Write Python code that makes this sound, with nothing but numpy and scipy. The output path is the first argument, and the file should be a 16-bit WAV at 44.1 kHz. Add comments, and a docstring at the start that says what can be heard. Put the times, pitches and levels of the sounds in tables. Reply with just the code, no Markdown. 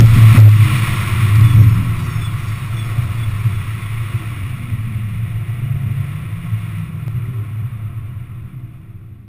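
"""A loud, deep boom with thumps and rushing air: on board a turbocharged four-cylinder car pulling hard.
Road and engine shake the body, which rings near 108 Hz. The driver lifts off, the turbo whistles as it
slows, and the car rolls down to a walking pace. Tyres roar, a gear whines, and dry ticks come early on.
The on-board camera turns down the loudest booms, and its coarse, held samples add a false treble."""
import sys
import numpy as np
from scipy import signal
from scipy.fft import rfft, irfft, next_fast_len
from scipy.io import wavfile
from scipy.ndimage import uniform_filter1d

SR = 44100
rng = np.random.default_rng(int(sys.argv[2]) if len(sys.argv) > 2 else 0)


def wrap_up_sound(samples):
    """Save the sound to the file named by the first command line argument, as 16-bit audio."""
    columns = np.atleast_2d(samples).T
    # keep every value between -1 and 1, then stretch to whole-number steps
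    tamed = np.clip(columns, -1, 1)
    steps = np.round(tamed * 32767).astype(np.int16)
    wavfile.write(sys.argv[1], SR, steps)


N = 409242
TIME = np.arange(N) / SR
FREQS = np.fft.rfftfreq(N, 1 / SR)

# Levels in all tables are relative: the functions add their own gain.
# The body's ring. Each row: frequency in Hz, level in dB.
BOOM_SPECTRUM = [(64, -19), (80, -27), (95, -19), (104, 2), (116, -1.5), (130, -8.5), (150, -20),
                 (185, -21), (220, -33.5), (330, -47.5), (600, -61)]
# How hard the road shakes the car. Each row: time in seconds, boom in dB, suspension rumble in dB.
ROAD_SHAKE = [(0, -9.5, -8.5), (.6, -10, -20), (1.05, -20, -22.5), (1.62, -8, -13), (2, -19, -23.5),
              (2.7, -21.5, -25.5), (3.2, -19.5, -20), (4.2, -23, -27.5), (5.3, -20.5, -24), (6.3, -23, -30),
              (7, -23, -32), (7.65, -23.5, -36), (8.1, -28.5, -28.5), (8.6, -29.5, -33), (9.28, -37.5, -42)]
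# Bumps that set the body booming. Each row: start in seconds, peak in dB.
ROAD_BUMPS = [(1.24, -25), (1.371, -4), (1.43, -6.5), (1.559, -3.5), (1.77, -12), (2.28, -17),
              (2.97, -13.5), (3.441, -11.5), (3.78, -36), (4.121, -13.5), (4.71, -19), (4.86, -17),
              (4.94, -18.5), (5.2, -18), (5.481, -30), (5.85, -18), (6.51, -19), (7.14, -14), (7.27, -15),
              (7.6, -18.5), (7.84, -27)]

# Engine speed. Each row: time in seconds, firings per second.
FIRING_RATE = [(0, 114.6), (.93, 99), (1.32, 103), (1.75, 88.5), (2.25, 74), (2.72, 65.5), (3.25, 79),
               (3.9, 70.9), (4.6, 67.3), (5.2, 76), (5.55, 68.6), (5.95, 68.3), (6.42, 84), (6.68, 83.8),
               (7.2, 73), (7.4, 77.2), (7.95, 67), (8.65, 63.3), (9.28, 67.7)]
# The firing note is loudest where the body rings. Each row: firing rate in Hz, level in dB.
DRONE_RESPONSE = [(62, -58), (82, -48), (97, -26), (101, -23.5), (104, -6), (107.5, 0.5), (111, -4.5),
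                  (115, -1)]
# The drone swells and dips. Each row: middle in seconds, length in seconds, change in dB.
DRONE_CHANGES = [(0.022, 0.089, 1.5), (0.08, 0.028, -9.5), (0.167, 0.027, -5), (0.351, 0.035, -20),
                 (0.45, 0.11, 5.5)]
# The exhaust note, at twice the firing rate. Each row: time in seconds, level in dB.
EXHAUST_LEVELS = [(0, -32), (1.2, -34.5), (1.5, -38), (1.75, -30), (2.7, -30), (3.05, -46), (5.25, -51),
                  (5.7, -21), (5.95, -23.5), (6.3, -30.5), (7.2, -33), (7.4, -62), (7.8, -39), (8.7, -39.5),
                  (9.28, -57)]
# The growl. Each row: time in seconds, tone at three times the firing rate in dB, weak overtones in dB.
GROWL_LEVELS = [(.3, -45, -51), (.68, -32.5, -53), (.97, -52, -50.5), (1.55, -33, -45), (1.95, -37.5, -47),
                (2.3, -51, -54), (2.8, -47, -54.5), (3.6, -51, -57.5), (4.7, -47, -58), (5.3, -49, -59.5),
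                (5.9, -41, -54), (6.4, -75, -68.5), (7.3, -61, -54.5), (7.8, -45.5, -59), (8.4, -52, -51.5),
                (9.28, -51, -59.5)]
# The engine's weak overtones. Each row: multiple of the firing rate, level in dB.
WEAK_OVERTONES = [(1.5, 15.5), (2.5, -1), (3.5, -0.5), (4, -2), (5, -1.5), (6, -3.5)]
# What passes the bulkhead, the wall behind the engine. Each row: frequency in Hz, gain in dB.
BULKHEAD_RESPONSE = [(90, -24), (160, 7), (210, -3), (260, 0), (335, 3.5), (375, -3), (410, -9),
                     (470, -4.5), (520, -25), (900, -13)]

# The camera mount's wobble, mostly too low to hear. Each row: frequency in Hz, level in dB.
WOBBLE_SPECTRUM = [(6, -53.5), (14, -9), (18, -20), (23, -10), (32, -17.5), (70, -60)]
# The suspension's rumble. Each row: frequency in Hz, level in dB.
RUMBLE_SPECTRUM = [(28, -18), (38, -23), (50, -15.5), (62, -17), (76, -9), (87, 2), (94, 7), (110, -27)]
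# Tyres on asphalt, louder in the turns. Each row: time in seconds, level in dB.
TYRE_LEVELS = [(0, -33), (.42, -34), (.6, -37.5), (.8, -35), (1.05, -38.5), (2, -43.5), (2.6, -44.5),
               (2.95, -40), (3.65, -47), (4.2, -45), (5.1, -48.5), (5.8, -44), (6.2, -46.5), (7.3, -49.5),
               (8.2, -52.5), (9.28, -61.5)]
# The tyres' roar. Each row: frequency in Hz, level in dB.
TYRE_SPECTRUM = [(120, 5.5), (220, 6.5), (340, 10), (400, 2), (480, 1), (550, 0), (620, 0), (670, 0),
                 (700, 8), (735, -2.5), (860, -6.5), (1300, 0)]

# Rushing air. Each row: time in seconds, hiss in dB, then whoosh and fizz in dB compared with the hiss.
AIR_LEVELS = [(0.0, -29, -1, -13.5), (0.37, -25.5, -2.0, -17), (0.72, -27.0, -3.5, -17.5),
              (1.3, -31.0, -1, -18.0), (1.8, -37, 1.5, -18.5), (2.75, -39.0, -0.5, -18.0),
              (3.45, -38.5, -1, -19), (4.25, -39, -3.0, -21), (5.0, -43.5, -4.5, -23),
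              (5.9, -44.5, -5, -23), (6.1, -42.5, -2.0, -22), (6.3, -44.0, -3, -23.5),
              (6.8, -43.0, -2.5, -21.5), (6.92, -48.5, -1.5, -22.5), (7.25, -48, 0.5, -22.0),
              (7.85, -51.5, 0.5, -23.5), (8.5, -56.5, 0.5, -22.5), (9.28, -67, -4, -19)]
# The air's low whoosh, middle hiss and high fizz. Each row: frequency in Hz, level in dB.
WHOOSH_SPECTRUM = [(650, -31), (880, -8.5), (1000, -3.5), (1090, 5), (1220, -1.5), (1340, 4), (1500, -8.5),
                   (1750, -10.5), (2300, -36)]
HISS_SPECTRUM = [(1200, -33), (1600, -7.5), (1780, -4), (1900, 2.5), (2480, 2.2), (2740, -4.5), (2860, 0),
                 (3050, -11), (3300, -11), (3470, -7.5), (3750, -13), (4300, -35), (5700, -46)]
FIZZ_SPECTRUM = [(2500, -29), (3200, 3.5), (3460, 5.5), (3700, 1.5), (4000, 1.5), (4400, -3), (4700, -3),
                 (5000, -6), (5530, -0.5), (5900, -6.5)]

# Jolts that thump the body. 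Each row: start in seconds, level in dB.
JOLTS = [(.005, -12.5), (.16, -15.5), (.235, -26), (0.344, -17.5), (1.58, -31)]
# A thump's dull sound. Each row: frequency in Hz, level in dB.
THUMP_SPECTRUM = [(110, -12), (170, 8.5), (240, 4), (330, -8.5), (420, -33), (550, -19), (750, -43)]
# Rasps during the loudest booms. Each row: middle in seconds, length in seconds, level in dB.
RASP_BURSTS = [(0.027, 0.037, -23), (0.406, 0.054, -21), (0.473, 0.029, -19.5), (1.594, 0.028, -35)]
# A rasp's low noise. Each row: frequency in Hz, level in dB.
RASP_SPECTRUM = [(250, -2.5), (350, 1), (450, -10.5), (560, -5), (680, -11.5), (850, -16)]

# The turbo's tones. Each row: multiple of the shaft's turning rate, level in dB.
TURBO_TONES = [(3, 1), (4, -1), (5, -.5), (6, -2), (7, -5), (8, -4.5), (9, -12)]
# How the intake pipe boosts or weakens a tone. Each row: frequency in Hz, gain in dB.
INTAKE_RESPONSE = [(2700, -8), (3330, -19), (3410, 16), (3465, 18), (3540, 2), (3720, 4), (3950, -8),
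                   (4200, -8), (4500, -3), (4700, 3), (4950, -13), (5200, 1), (5600, 7.5), (5900, -9)]
# Gear whines, one list for each glide. Each row: time in seconds, pitch in Hz, level in dB.
GEAR_GLIDES = [
    [(.95, 338, -40), (1.2, 370, -43), (1.4, 373, -46)],
    [(1.85, 346.6, -44.5), (2.15, 365, -46.5), (2.45, 377, -60)],
    [(3.3, 405, -54), (3.7, 381, -49)],
    [(4.08, 363, -48), (4.25, 320.5, -38), (4.42, 272.6, -50), (4.58, 244.3, -40.5), (4.75, 235.3, -38.5),
     (5, 202.5, -36), (5.2, 179, -36), (5.45, 150.4, -28.5)],
    [(7.0, 334.4, -53), (7.2, 362, -52), (7.35, 395, -45.5), (7.5, 390, -59)],
]
# Short dry ticks and crackles. Each row: start in seconds, peak in dB.
DRY_TICKS = [(.006, -5.5), (.061, -21), (.39, -19), (.402, -13), (.422, -27), (.457, -16), (0.492, -16),
             (.515, -21), (1.355, -22), (1.41, -23), (1.45, -24), (1.535, -27), (1.635, -28), (1.695, -29)]


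def body_boom(level_db=-0.97, bumps_db=-0.9, bump_rise_s=0.023, steadying=0.44, smoothing_s=0.046):
    """Road shocks keep the car's body ringing: a pulsing boom that swells at each bump."""
    shake_power = amp(curves(ROAD_SHAKE)[0] + level_db) ** 2
    for start, db in ROAD_BUMPS:
        age = np.maximum(TIME - start, 0) / bump_rise_s
        bump = amp(db + bumps_db) * (age * np.exp(1 - age)) ** 2
        shake_power += bump ** 2
    ring = noise(BOOM_SPECTRUM)
    ring_power = uniform_filter1d(ring ** 2, int(smoothing_s * SR))
    ring_power = uniform_filter1d(ring_power, int(smoothing_s * SR / 2))
    steadier_ring = unit(ring / ring_power ** (steadying / 2))  # partly evens out the random swells
    return np.sqrt(shake_power) * steadier_ring


def engine(jitter=0.0071, flutter_db=2.5, overtone_flutter_db=4.0, boost_db=0.5, overtones_db=-1):
    """The firings make a drone and higher tones; uneven burning makes them flutter."""
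    steady_hz, exhaust_db = curves(FIRING_RATE) + curves(EXHAUST_LEVELS)
    third_db, growl_db = curves(GROWL_LEVELS)
    firing_hz = steady_hz * (1 + jitter * wander(31.4))
    swell_db = sum(db * burst(middle, length) for middle, length, db in DRONE_CHANGES)
    out = amp(swell_db) * gain_at(DRONE_RESPONSE, steady_hz) * tone(firing_hz)
    out += amp(exhaust_db + boost_db + flutter_db * wander(21)) * tone(2 * firing_hz)
    out += amp(third_db + boost_db + flutter_db * wander(8.2)) * tone(3 * firing_hz)
    for multiple, db in WEAK_OVERTONES:
        hz = multiple * firing_hz  # two firings per engine turn, so half multiples sound too
        strength = amp(growl_db + overtones_db + db + overtone_flutter_db * wander(5.8))
        out += strength * gain_at(BULKHEAD_RESPONSE, hz) * tone(hz)
    return out


def road_noise(wobble_db=-10, rumble_db=-5, roar_db=1.5, grain_db=1.0):
    """The suspension rumbles and wobbles the camera mount; the tyres roar on coarse asphalt."""
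    shake_db, tyre_db = curves(ROAD_SHAKE)[1], curves(TYRE_LEVELS)[0]
    wobble = amp(shake_db + wobble_db) * noise(WOBBLE_SPECTRUM)
    rumble = amp(shake_db + rumble_db) * noise(RUMBLE_SPECTRUM)
    roar = amp(tyre_db + roar_db + grain_db * wander(88)) * noise(TYRE_SPECTRUM)
    return wobble + rumble + roar


def air_rush(whoosh_db=0.5, hiss_db=1, fizz_db=9.0, throb_depth=0.03, gust_db=0.54):
    """Swirling air sounds in three bands and throbs a little with each firing."""
    air_db, low_db, high_db = curves(AIR_LEVELS)
    whoosh = amp(air_db + low_db + whoosh_db) * noise(WHOOSH_SPECTRUM)
    hiss = amp(air_db + hiss_db) * noise(HISS_SPECTRUM)
    fizz = amp(air_db + high_db + fizz_db) * noise(FIZZ_SPECTRUM)
    throb = 1 + throb_depth * tone(curves(FIRING_RATE)[0])
    return (whoosh + hiss + fizz) * throb * amp(gust_db * wander(36))


def thumps(rise_s=0.0035, decay_s=0.026):
    """Each jolt gives a short, low puff of noise."""
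    strength = np.zeros(N)
    for start, db in JOLTS:
        age = np.maximum(TIME - start, 0)
        strength += amp(db) * (1 - np.exp(-age / rise_s)) * np.exp(-age / decay_s)
    return 2 * strength * noise(THUMP_SPECTRUM)


def rasps(buzz_depth=0.38):
    """Bursts of low noise buzz in step with the engine's firings."""
    strength = sum(amp(db) * burst(middle, length) for middle, length, db in RASP_BURSTS)
    buzz = 1 + buzz_depth * tone(curves(FIRING_RATE)[0])
    return strength * buzz * noise(RASP_SPECTRUM)


def turbo_whistle(lift_off_s=1.5, lift_off_shaft_hz=1150, fade_start_s=3.8, level_db=-55.5,
                  flutter_db=3.0, jitter=0.00404):
    """The turbo's tones fall as its shaft slows, and flare at each pitch where the intake pipe rings."""
    age = TIME - lift_off_s
    coasting = np.exp(-0.364 * age - 0.023 * age ** 2)
    shaft_hz = lift_off_shaft_hz * coasting * (1 + jitter * wander(77.5))
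    swell_db = np.minimum(38 * age, -1.3 * age)  # dB per second: rises until lift-off, then sags
    fade_db = 43 * np.maximum(TIME - fade_start_s, 0)
    whistle = np.zeros(N)
    for multiple, db in TURBO_TONES:
        hz = multiple * shaft_hz
        whistle += amp(db + flutter_db * wander(40)) * gain_at(INTAKE_RESPONSE, hz) * tone(hz)
    return amp(swell_db - fade_db + level_db) * whistle


def gear_whine(level_db=-1.0, jitter=0.0157, flutter_db=3):
    """A gear's rough whine glides as the car brakes or picks up speed."""
    out = np.zeros(N)
    for glide in GEAR_GLIDES:
        hz, db = curves(glide)
        strength = amp(db + level_db + flutter_db * wander(17.0)) * during(glide)
        out += strength * tone(hz * (1 + jitter * wander(28)))
    return out


def dry_ticks(decay_s=0.0027):
    """Short dry ticks and crackles, densest during the loudest booms."""
    out, age = np.zeros(N), TIME[:SR // 100]
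    for start, db in DRY_TICKS:
        tick = rng.standard_normal(len(age)) * np.exp(-age / decay_s)
        out[round(start * SR):][:len(age)] += amp(db) * tick / np.abs(tick).max()
    return 2 * out


def click(start_s=7.0813, level_db=-20.0, decay_s=0.0016):
    """One sharp click: a sudden step that dies away."""
    return -amp(level_db) * (TIME >= start_s) * np.exp(-np.abs(TIME - start_s) / decay_s)


def amp(db):
    """Turns decibels into a gain to multiply by."""
    return 10 ** (np.asarray(db) / 20)


def unit(x):
    """Scales a signal to an average strength (rms) of 1."""
    return x / np.sqrt(np.mean(x ** 2) + 1e-20)


def curves(rows):
    """Joins a table's points with straight lines: one curve for each column after the time."""
    times, *columns = np.transpose(rows)
    return [np.interp(TIME, times, column) for column in columns]


def gain_at(spectrum, hz):
    """Looks up a spectrum's gain at hz; silent far beyond its ends."""
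    freqs, db = np.transpose(spectrum)
    freqs = np.r_[freqs[0] / 2, freqs, freqs[-1] * 2]
    db = np.r_[db[0] - 20, db, db[-1] - 20]
    return amp(np.interp(np.log(hz + 1e-3), np.log(freqs), db, left=-120, right=-120))


def noise(spectrum):
    """Noise of strength 1 with the given spectrum."""
    return unit(irfft(rfft(rng.standard_normal(N)) * gain_at(spectrum, FREQS), N))


def wander(rate_hz):
    """A random drift of strength 1, mostly slower than rate_hz."""
    return unit(irfft(rfft(rng.standard_normal(N)) * np.exp(-(FREQS / rate_hz) ** 2), N))


def tone(hz):
    """A sine wave of strength 1 that follows a pitch curve."""
    return np.sqrt(2) * np.sin(2 * np.pi * (np.cumsum(hz) / SR + rng.random()))


def during(rows, fade_s=0.14):
    """Fades in around a table's first time and out around its last."""
    return np.clip(np.minimum(TIME - rows[0][0], rows[-1][0] - TIME) / fade_s + .5, 0, 1)


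def burst(middle, length):
    """A short swell with a flat top."""
    return 1 / (1 + (2 * (TIME - middle) / length) ** 8)


def limiter(x, ceiling_db=0.8, recovery_db_per_s=42, attack_s=0.0013):
    """Turns the volume down quickly on a peak and lets it creep back."""
    over_db = np.maximum(20 * np.log10(abs(x[0]) + 1e-9) - ceiling_db, 0)
    creep_db = recovery_db_per_s * TIME
    cut_db = np.maximum.accumulate(over_db + creep_db) - creep_db
    return x * amp(-uniform_filter1d(cut_db, int(attack_s * SR) + 1))


def scene():
    """The car's sounds, mixed with low rasps, dry ticks and one sharp click."""
    car = engine() + gear_whine() + turbo_whistle() + body_boom() + road_noise() + air_rush() + thumps()
    return (car + rasps() + dry_ticks() + click())[None]


def record(dry, band_hz=5740, sample_hz=12000, top_hz=15450):
    """The camera limits and clips peaks; holding each slow sample mirrors the sound into the treble."""
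    clipped = np.clip(limiter(dry), -1, 1)
    size = next_fast_len(N + SR)
    hz = np.fft.rfftfreq(size, 1 / SR)
    narrow = irfft(rfft(clipped, size) / np.hypot(1, (hz / band_hz) ** 50), size)[:, :N]
    mirrored = narrow * (1 + 2 * np.cos(2 * np.pi * sample_hz * TIME))
    hold_gain = np.sinc(hz / sample_hz) / np.sinc(hz / (4 * sample_hz))  # each sample held four times
    held = irfft(rfft(mirrored, size) * hold_gain, size)[:, :N]
    treble_cut = signal.firwin(511, top_hz, window=("kaiser", 9), fs=SR)
    return signal.oaconvolve(held, treble_cut[None], "same")


dry = scene()
out = record(dry)
wrap_up_sound(out)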